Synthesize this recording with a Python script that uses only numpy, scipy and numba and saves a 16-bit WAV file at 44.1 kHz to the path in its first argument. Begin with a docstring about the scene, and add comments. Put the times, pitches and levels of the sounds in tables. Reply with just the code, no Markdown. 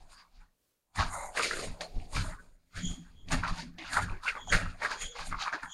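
"""Footsteps on gravel between two walls, heard by a small microphone that a walker carries.
At first there is only faint grinding; near 1 s the first strong step comes: knocking grains and cracking stones.
More steps follow, each with low jolts of noise and a wavering hum; narrow noise bands make soles sing.
From 2.9 s some strides add a swish in two whistling noise bands; the loudest crunch comes near 4.5 s.
Crunching goes on to the last swish near 5.7 s; between steps only faint steady air is left."""
import sys
import numpy as np
from scipy import signal
from scipy.fft import rfft, irfft
from scipy.io import wavfile
from scipy.ndimage import uniform_filter1d, map_coordinates
from numba import njit

SR = 44100
rng = np.random.default_rng(int(sys.argv[2]) if len(sys.argv) > 2 else 0)


def persist_wave(psi):
    """Save psi, clipped to +-1, as 16-bit WAV."""
    counts = np.round(np.clip(psi, -1, 1) * 32767).astype(np.int16)
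    wavfile.write(sys.argv[1], SR, np.atleast_2d(counts).T)


N = 252693

# All step levels are those before the walls and the path colour are added.
# The sole presses into the gravel: peak t/s, rise/(dB/s), fall/(dB/s), pebble level/dB, pebble f/Hz,
# then grit level/dB, sand level/dB and hollow scrape level/dB, each above the pebbles
SOLE_PRESSES = [(0.0, 2860.0, 61.5, -76.5, 1650, 1, 0, 13), (0.126, 386.5, 286.5, -64, 1584, 1, 3, -28),
                (0.194, 197.5, 242, -59.5, 1377, -4.5, -32, -36.0),
                (0.357, 291, 126.5, -75, 1260, 0.5, -9, 1),
                (0.407, 2500.0, 309.5, -62, 1373, -61, -16, -64),
                (0.962, 1539.5, 216, -44.5, 1334, -1.5, -3.5, -4),
                (0.992, 991.5, 233, -32, 1245, -7, -40, -4),
                (1.147, 191.5, 127, -49.5, 1284, -40, 2.5, 10.5),
                (1.23, 148, 127.5, -59.5, 1573.0, -13, 4.5, 19.5),
                (1.377, 842.5, 150, -33, 1786, -3, -7.5, -2),
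                (1.427, 2861, 158, -35.5, 1830, -0.5, -4, -2.5), (1.52, 493.5, 111, -40, 1576, -4, -7, 2),
                (1.652, 89, 501.5, -54.5, 1536, 4, 6.5, 14), (1.81, 5000, 337.5, -46, 1560, 1.5, -6, 9),
                (1.852, 106, 356.5, -75.5, 1484.0, 13.5, 4, 31),
                (2.003, 83, 101, -88.5, 1900, 23, 15.5, 33.5),
                (2.136, 500.5, 180.5, -83, 1345.0, 6, 34, 33),
                (2.167, 590.5, 196.5, -36.5, 1406, -3, -12.5, -11),
                (2.27, 202, 298.5, -53, 1240, -1.5, 0, -24), (2.333, 247.5, 355, -48, 1455, -22, -18, -38),
                (2.402, 430, 101.5, -69.5, 1460, -4, -5, 5), (2.774, 570, 279, -43, 1810, -4.5, -13.5, -10),
                (2.921, 129, 190.5, -61, 1670, 2, 0.5, 2), (3.054, 217.5, 76, -72.5, 1563, -2, -7, 0.5),
                (3.325, 769.5, 244, -33.5, 1827, -4.5, -11, -0.5),
                (3.446, 770, 317, -33.5, 1424, -16, -34, -5), (3.48, 1001, 314, -39, 1560, -4, -18, 0),
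                (3.584, 300, 237.5, -46, 1460, 0.5, -9.5, -5),
                (3.787, 2500.0, 53, -46, 2167.0, -8.5, -28, -6.5), (3.89, 177, 93, -50, 1590, -10, -34, -1),
                (3.938, 605, 347, -34.5, 1444, -6.5, -7.5, -6),
                (3.978, 613, 492.5, -29.5, 1364, -13, -20, 2),
                (4.027, 380, 568, -40.5, 1690, -6, -10, -36.0),
                (4.103, 161.5, 245.5, -43.5, 1494, -16.5, -22, -31),
                (4.241, 1049.5, 140.5, -43, 1415, -8, -14.5, -33),
                (4.287, 586, 490.5, -27, 1480, -17.5, -30.5, -19.5),
                (4.361, 1250.0, 285.5, -42, 1276, -33, -30, -4), (4.479, 693, 513, -64, 1197, -9, -4, 2),
                (4.529, 998, 263.5, -25.5, 1665, -9, -12, -5),
                (4.573, 369, 148.5, -38, 1707, -9.5, -32, -5.5),
                (4.658, 1182, 57.5, -62.5, 1340, -22.0, -8, -13),
                (4.838, 609, 290, -34, 1423, -7.5, -18, -2.5),
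                (4.911, 909, 206.5, -38, 1590, -7.5, -19, -5.5),
                (5.019, 697, 305, -41, 2165, -8.5, -6, -10),
                (5.159, 1669.5, 252, -49, 1160, -2.5, -27.5, -21),
                (5.204, 347.5, 301, -41.5, 1465, -2.5, -17, -7.5),
                (5.276, 280.5, 498.5, -80, 2170, 28, 28, 27),
                (5.323, 1049, 226, -40.5, 1360, -15, -29, -36.0),
                (5.413, 624.5, 287.5, -42, 1480, 2, -42, -31),
                (5.477, 146, 282.5, -37.5, 1410, -21, -30, -24),
                (5.533, 1431, 282.5, -36, 1510, -9, -30, -3.5),
                (5.633, 1543, 215, -43.5, 1287, -20, -14.5, -36.0)]
# Single stones giving way: t/s, strength level/dB, ring f/Hz, bright tick level/dB above the strength
STONE_CRACKS = [(0.95, -45, 1330, -7), (0.987, -18.5, 1110, -14), (1.008, -16, 1110, -4.5),
                (1.027, -22.5, 1340, -15), (1.35, -32.5, 880, -20), (1.374, -18, 2270, -32),
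                (1.396, -15.5, 1275, -18), (1.433, -14.5, 2460, -6), (1.511, -20, 1600, -19),
                (1.594, -33.5, 1340, -6), (1.8086, -30, 1840, 9), (2.0, -40.5, 2500, -15),
                (2.132, -34, 990, -2), (2.168, -26.5, 965, -16), (3.286, -44.5, 2620, 14.5),
                (3.309, -29, 2390, -17), (3.32, -29, 2190, 14.5), (3.435, -20, 1310, -20),
                (3.785, -32.5, 2780, -29), (3.932, -32, 1400, 10), (3.97, -12.5, 1390, -18),
                (4.236, -40, 1710, 6), (4.279, -19, 2250, -28), (4.353, -26.5, 1460, -27),
                (4.474, -32, 833, -12), (4.525, -10, 1960, -20), (4.534, -12.5, 1700, -18),
                (4.658, -27.5, 1340, -20), (4.804, -39, 1000, -16), (4.82, -22.5, 1760, -19),
                (4.849, -15.5, 1580, -29), (4.916, -22, 1590, -4), (5.154, -35, 1010, -10),
                (5.194, -26.5, 1120, -14), (5.326, -19, 1275, -30.5), (5.388, -28, 1280, -18),
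                (5.474, -22, 1410, -30), (5.528, -19, 1480, -31), (5.533, -22, 1540, -13),
                (5.632, -25, 1530, -12.5)]
# A dragged or twisted sole sings: start t/s, length t/s, centre f/Hz, one-pass width f/Hz, level/dB
SOLE_SCUFFS = [(0.133, 0.16, 1090, 150, -63), (0.105, 0.14, 4800, 400, -65.5),
               (1.076, 0.25, 2065, 198, -54), (1.086, 0.28, 846, 148, -61), (1.07, 0.23, 3930, 610, -65),
               (1.135, 0.15, 562, 83, -43.5), (1.808, 0.06, 4270, 350, -55), (1.862, 0.32, 724, 149, -57.5),
               (2.239, 0.085, 631, 78, -46), (2.377, 0.041, 1510, 198, -53), (3.041, 0.07, 1560, 300, -66),
               (3.552, 0.075, 917, 60, -48.5), (3.768, 0.093, 323, 49.7, -50),
               (4.088, 0.11, 374, 59.7, -49), (4.741, 0.026, 673, 90, -52), (5.02, 0.21, 490, 50, -50),
               (5.518, 0.064, 345, 150, -44.5)]
# Colour of the path from ground to microphone, rippled by a close reflection: f/Hz, level/dB
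PATH_COLOUR = [(250, -1), (400, -8.5), (540, -5.5), (700, -2), (2400, 1.5), (3100, -3.5), (4600, 4.5),
               (5700, -0.5), (6900, 4.5), (8000, -7), (8900, 3), (10200, -6.5), (11200, 3.5), (12300, -2),
               (13000, -52)]
# Shocks through the walker's body, with a low hum that swells alongside: peak t/s, rise/(dB/s), fall/(dB/s),
# jolt level/dB, # thud level/dB above the jolt (before the thud resonance's own level), hum level/dB
BODY_SHOCKS = [(0.0, 2860.0, 148, -48.5, -18.2, -76), (0.146, 90.0, 66, -61.5, -21, -77),
               (0.39, 159, 133, -56, -29, -71.5), (0.994, 800.0, 176, -27, -1, -38.5),
               (1.176, 120.0, 63, -47.5, -16, -68), (1.42, 380.0, 330.0, -46, -14, -60),
               (1.58, 152, 470.0, -40, -13, -78), (1.706, 173, 314, -38.5, -5.5, -44),
               (1.809, 480.0, 162, -52, -25, -57), (1.972, 560.0, 368, -32, -7.5, -48.5),
               (1.978, 150.0, 76, -44, -8, -59), (2.17, 560.0, 420.0, -26.5, -3.5, -47.5),
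               (2.185, 710.0, 174, -35.5, 5, -44.5), (2.246, 200.0, 320.0, -37.5, 4.5, -43.5),
               (2.303, 180.0, 150, -40, -11, -54), (2.481, 49, 77, -58, -12, -72),
               (2.772, 802, 162, -36.5, -5, -60), (2.845, 354, 770.0, -67.3, -5.1, -37),
               (2.868, 1179.5, 800.0, -32, -10, -44.5), (2.914, 470.0, 353, -32.5, -13, -40),
               (2.985, 1328, 301, -60, 4, -43), (3.142, 37, 152, -54.5, -23, -69),
               (3.28, 896, 300.0, -56, -11, -68), (3.341, 415, 192, -22.5, -19, -32.5),
               (3.423, 90.0, 118, -33, -7.5, -51.1), (3.517, 1430.0, 670.0, -29, -8, -41.5),
               (3.65, 112, 130.0, -47.5, -12, -44.5), (3.75, 1668, 70.0, -56, -7, -54),
               (3.95, 430.0, 570.0, -64.9, -7.9, -44), (4.039, 180, 198, -28, -9, -42.5),
               (4.126, 400.0, 346, -28.5, -9.5, -57), (4.324, 155, 247, -52, -24, -71),
               (4.474, 176, 2496, -44, -20, -59), (4.557, 345, 743.5, -22, -7, -37),
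               (4.634, 384, 203, -34, 4, -41.5), (4.705, 50.0, 63, -48.5, -13, -67.5),
               (4.921, 558, 100.0, -54, -19, -69), (5.049, 300.0, 340.0, -38.5, -16, -60.5),
               (5.21, 605, 305, -43.5, -22, -73), (5.334, 177, 253, -34, -11, -47),
               (5.539, 1430.0, 540.0, -57, -8.7, -64), (5.635, 1331, 327, -44.5, -16, -51)]
# Resonances of jolt, thud and hum: centre f/Hz, one-pass width f/Hz, relative level/dB
JOLT_RESONANCES = [(18.9, 24.3, 5), (53, 320, -14.5)]
THUD_RESONANCES = [(91.6, 35, -3)]
HUM_RESONANCES = [(170.7, 20.8, 1.5), (255.6, 50, -3.5)]
# Swishes: peak t/s, rise/(dB/s), fall/(dB/s), lower band level/dB,
# upper band level/dB above the lower, lower band f/Hz
SWISH_STROKES = [(2.862, 327, 191, -42, 3.5, 3273), (3.201, 252.5, 250, -63.5, -9.5, 3280),
                 (4.412, 399, 245, -51.5, -5, 3334), (4.504, 425, 292, -44.5, 4.5, 3257),
                 (5.018, 395, 245, -45, 7, 3295), (5.058, 402, 398, -43, -3, 3250),
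                 (5.12, 333, 396, -52, -0.5, 3340), (5.725, 550, 400, -46.5, 4.5, 3290)]
# The two whistling bands of the swish: centre f/Hz, one-pass width f/Hz, relative level/dB
SWISH_LOW_BAND = [(3314, 230, 0.0055)]
SWISH_HIGH_BAND = [(6800, 380, -4), (6220, 810, -15)]
# Tone of the quiet air in the yard: f/Hz, relative level/dB
AIR_TONE = [(12, -35), (20, -10), (135, -16), (596, -15), (647, -25.5), (1110, -22), (1530, -25),
            (9830, -25.5), (12500, -24.5), (16300, -27.5), (22000, -120)]

AIR_DB = -80.5  # level of the yard air above 100 Hz
STONES_UNDER_SOLE = 7
TOP_HZ = 15700  # the recorder passes nothing much above this
CURVE_STEP = 32  # samples between the points of a slow gain curve


def gravel():
    """Four grain sizes knock under the sole; the load slips in short bursts that all sizes share."""
    press = swells(SOLE_PRESSES)
    pebble_db, pitch_hz, grit_db, sand_db, scrape_db = np.array(SOLE_PRESSES).T[3:]
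    pebble_hz = blend(press, pebble_db, pitch_hz)
    scrape_hz = 680 * 2 ** (0.18 * walk(6.2))

    pebbles = grains(count=6000, centre_hz=pebble_hz, octaves=0.954, cycles=4.07, scatter_db=1.5,
                     stones=STONES_UNDER_SOLE)
    grit = grains(count=30000, centre_hz=3810, octaves=1.0, cycles=1.7, scatter_db=1.5)
    sand = grains(count=50000, centre_hz=8450, octaves=0.44, cycles=11.0, scatter_db=-1.5)
    scrape = grains(count=4000, centre_hz=scrape_hz, octaves=0.6, cycles=2.1, scatter_db=1.0)

    # the fine sizes come and go in patches of their own
    patchy_grit = undb(0.96 * walk(40)) * grit
    patchy_sand = undb(0.78 * walk(30.43)) * sand
    slips = undb(0.4 * walk(70))
    mix = together(press, pebble_db) * pebbles
    mix += together(press, pebble_db + scrape_db) * scrape
    mix += together(press, pebble_db + grit_db) * patchy_grit
    mix += together(press, pebble_db + sand_db) * patchy_sand
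    return slips * mix


def grains(count, centre_hz, octaves, cycles, scatter_db, stones=None, shift_s=.06):
    """Stones knock at random moments, with random strengths and pitches around a centre; rms 1.
    With a number of stones, only those few ring until the sole shifts on to others."""
    u = rng.random((count, 5)).T
    start = u[0] * (N - 1)
    spread = u[1] - u[4]
    if stones:
        moment = (start / (shift_s * SR)).astype(int)
        which = (u[1] * stones).astype(int)
        under_sole = np.subtract(*rng.random((2, 400, stones)))
        spread = under_sole[moment, which] + 0.08 * (u[4] - .5)
    centre_now = (centre_hz * np.ones(N))[start.astype(int)]
    hz = np.minimum(centre_now * 2 ** (octaves * spread), .45 * SR)
    sign = np.sign(u[3] - .5)
    size = undb(-scatter_db * np.log(1 - u[2])) * sign
    return level(ring(start, hz, np.full(count, cycles), size, N), 0)


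@njit
def ring(start, hz, cycles, size, length):
    """Each knock is a sine with a soft start that dies by 1 / e in the given number of cycles."""
    out = np.zeros(length)
    for k in range(len(start)):
        w = 2 * np.pi * hz[k] / SR
        turn = np.exp(1j * w - hz[k] / (SR * cycles[k]))  # one sample of spin and decay
        z = size[k] + 0j
        i = int(start[k])
        contact = 1.
        soft = np.exp(-3 * hz[k] / SR)  # the contact lets go over about a third of a cycle
        while i < length and abs(z) > .004 * abs(size[k]):
            out[i] += z.imag * (1 - contact)
            z, i, contact = z * turn, i + 1, contact * soft
    return out


def cracks(count=16, spray_s=.03, fade_db=14):
    """A stone snaps, then its neighbours shift in a fading spray; each knock has a body and a bright tick."""
    s, strength_db, hz, tick_db = np.array(STONE_CRACKS).T[:, :, None]
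    u = rng.random((len(STONE_CRACKS), 4, count))
    later = np.arange(count) > 0
    start = ((s + spray_s * u[:, 0] * later) * SR).ravel()
    size = undb(strength_db - (fade_db * u[:, 0] + 1.0 + 16.0 * u[:, 3]) * later)
    pitch = hz * 2 ** (0.56 * (u[:, 1] - .5) * later)
    body_cycles = np.tile(np.where(later, 3.2, 2.1), len(STONE_CRACKS))
    body = ring(start, pitch.ravel(), body_cycles, size.ravel(), N)
    tick_hz = 3000 * 2.67 ** u[:, 2].ravel()
    tick_size = (undb(tick_db) * size).ravel()
    tick = ring(start, tick_hz, np.full(size.size, 1.5), tick_size, N)
    return body + tick


def scuff():
    """A sole rubs smoothly: noise in narrow bands that swells and fades."""
    out = np.zeros(N)
    for start_s, length_s, hz, width, db in SOLE_SCUFFS:
        a, n = int(start_s * SR), int(length_s * SR)
        rub = resonant_noise([(hz, width, db)])[a:a + n]
        out[a:a + n] += rub * signal.windows.tukey(n, .6)
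    return out


def walls(x, t60_s=0.12, wet_db=-14):
    """The walls beside the path add a short dense tail: noise that dies by 60 dB in t60_s."""
    t = np.arange(int(.3 * SR)) / SR
    tail = rng.standard_normal(len(t)) * 1000. ** (-t / t60_s) * (t > .004)
    tail /= np.sqrt(np.sum(tail ** 2))
    return x + undb(wet_db) * signal.fftconvolve(x, tail)[:N]


def jolts_and_hum():
    """Footfalls shake the body: slow noise shocks and a dull thud; a low hum in rough lines comes and goes with
    them."""
    shake = swells(BODY_SHOCKS, crest_db=2.0)
    jolt_db, thud_db, hum_db = np.array(BODY_SHOCKS).T[3:]
    jolt = level(resonant_noise(JOLT_RESONANCES), 0)
    thud = resonant_noise(THUD_RESONANCES)
    hum = level(resonant_noise(HUM_RESONANCES), 0)
    return (together(shake, jolt_db) * jolt
            + together(shake, jolt_db + thud_db) * thud
            + together(shake, hum_db) * hum)


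def swish():
    """Rubbing noise in two bands, catching unevenly; the lower one bends from swish to swish."""
    low, high = resonant_noise(SWISH_LOW_BAND), resonant_noise(SWISH_HIGH_BAND)
    rub = swells(SWISH_STROKES, crest_db=2.5)
    low_db, high_db, low_hz = np.array(SWISH_STROKES).T[3:]
    # reading the noise faster or slower moves its pitch
    speed = blend(rub, low_db, low_hz) / SWISH_LOW_BAND[0][0]
    low = map_coordinates(low, [np.cumsum(speed)], mode="mirror")
    catching = undb(0.58 * walk(150))
    return catching * (together(rub, low_db) * low + together(rub, low_db + high_db) * high)


def yard():
    """Faint steady air: tone-shaped noise whose level is a little unsteady."""
    air = shaped(rng.standard_normal(N), AIR_TONE)
    above = signal.sosfilt(signal.butter(2, 100, "high", fs=SR, output="sos"), air)
    return air * undb(AIR_DB + 0.88 * walk(6.7)) / np.std(above)


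def resonant_noise(modes):
    """Noise heard through resonances, each passed twice for steep skirts."""
    out = 0
    for hz, width, db in modes:
        b, a = signal.iirpeak(hz, hz / width, SR)
        once = signal.lfilter(b, a, rng.standard_normal(N))
        out = out + level(signal.lfilter(b, a, once), db)
    return out


def swells(table, crest_db=3):
    """One gain curve a row: a steady climb in dB, a rounded crest, then a steady fall."""
    peak_s, rise, fall = np.array(table)[:, :3].T[:, :, None]
    late = np.arange(0, N + CURVE_STEP, CURVE_STEP) / SR - peak_s
    slope = np.where(late < 0, rise, fall)
    return undb(crest_db - np.hypot(late * slope, crest_db))


def together(gains, db):
    """Overlapping swells at their own levels add in power."""
    return every_sample(np.sqrt(undb(2 * db) @ gains ** 2))


def blend(gains, db, values):
    """A value per swell, blended so that the loudest swell of the moment leads."""
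    power = undb(2 * db)[:, None] * gains ** 2 + 1e-300  # never divide by zero
    return every_sample(values @ power / power.sum(axis=0))


def every_sample(curve):
    """Fill in a slow curve with straight lines."""
    return np.interp(np.arange(N) / CURVE_STEP, np.arange(len(curve)), curve)


def walk(rate):
    """Random levels held 1 / rate s and smoothed twice; typical spread near 2.2."""
    k = int(SR / rate)
    held = np.repeat(rng.standard_normal(N // k + 1), k)
    return 2.99 * uniform_filter1d(uniform_filter1d(held, k), k)[:N]


def shaped(x, spectrum):
    """Sound filtered by a (f/Hz, level/dB) curve."""
    hz, db = np.transpose(spectrum)
    f = np.maximum(np.arange(N // 2 + 1) * SR / N, 1)
    return irfft(rfft(x) * undb(np.interp(np.log(f), np.log(hz), db)), N)


def causal(x, spectrum, size=2048):
    """Sound through a (f/Hz, level/dB) curve whose ringing all comes after the blow."""
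    hz, db = np.transpose(spectrum)
    f = np.maximum(np.arange(size // 2 + 1) * SR / size, 1)
    gain = undb(np.interp(np.log(f), np.log(hz), db))
    # folding the cepstrum on to positive time gives the minimum-phase filter
    cepstrum = irfft(np.log(gain), size)
    cepstrum[1:size // 2] *= 2
    cepstrum[size // 2 + 1:] = 0
    response = irfft(np.exp(rfft(cepstrum)), size)
    return signal.fftconvolve(x, response)[:N]


def undb(db):
    """Turn dB into a plain gain."""
    return 10 ** (np.asarray(db) / 20)


def level(x, db):
    """Set the rms level of a sound."""
    return x * undb(db) / np.sqrt(np.mean(x ** 2))


def scene():
    """Steps reach the microphone by way of walls and path; the other sounds arrive directly."""
    steps = causal(walls(gravel() + cracks() + scuff()), PATH_COLOUR)
    return (steps + swish() + jolts_and_hum() + yard())[None]


def record(dry):
    """The recorder cuts the top with a steep low-pass filter."""
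    return signal.sosfilt(signal.ellip(8, .2, 70, TOP_HZ, fs=SR, output="sos"), dry)


dry = scene()
out = record(dry)
persist_wave(out)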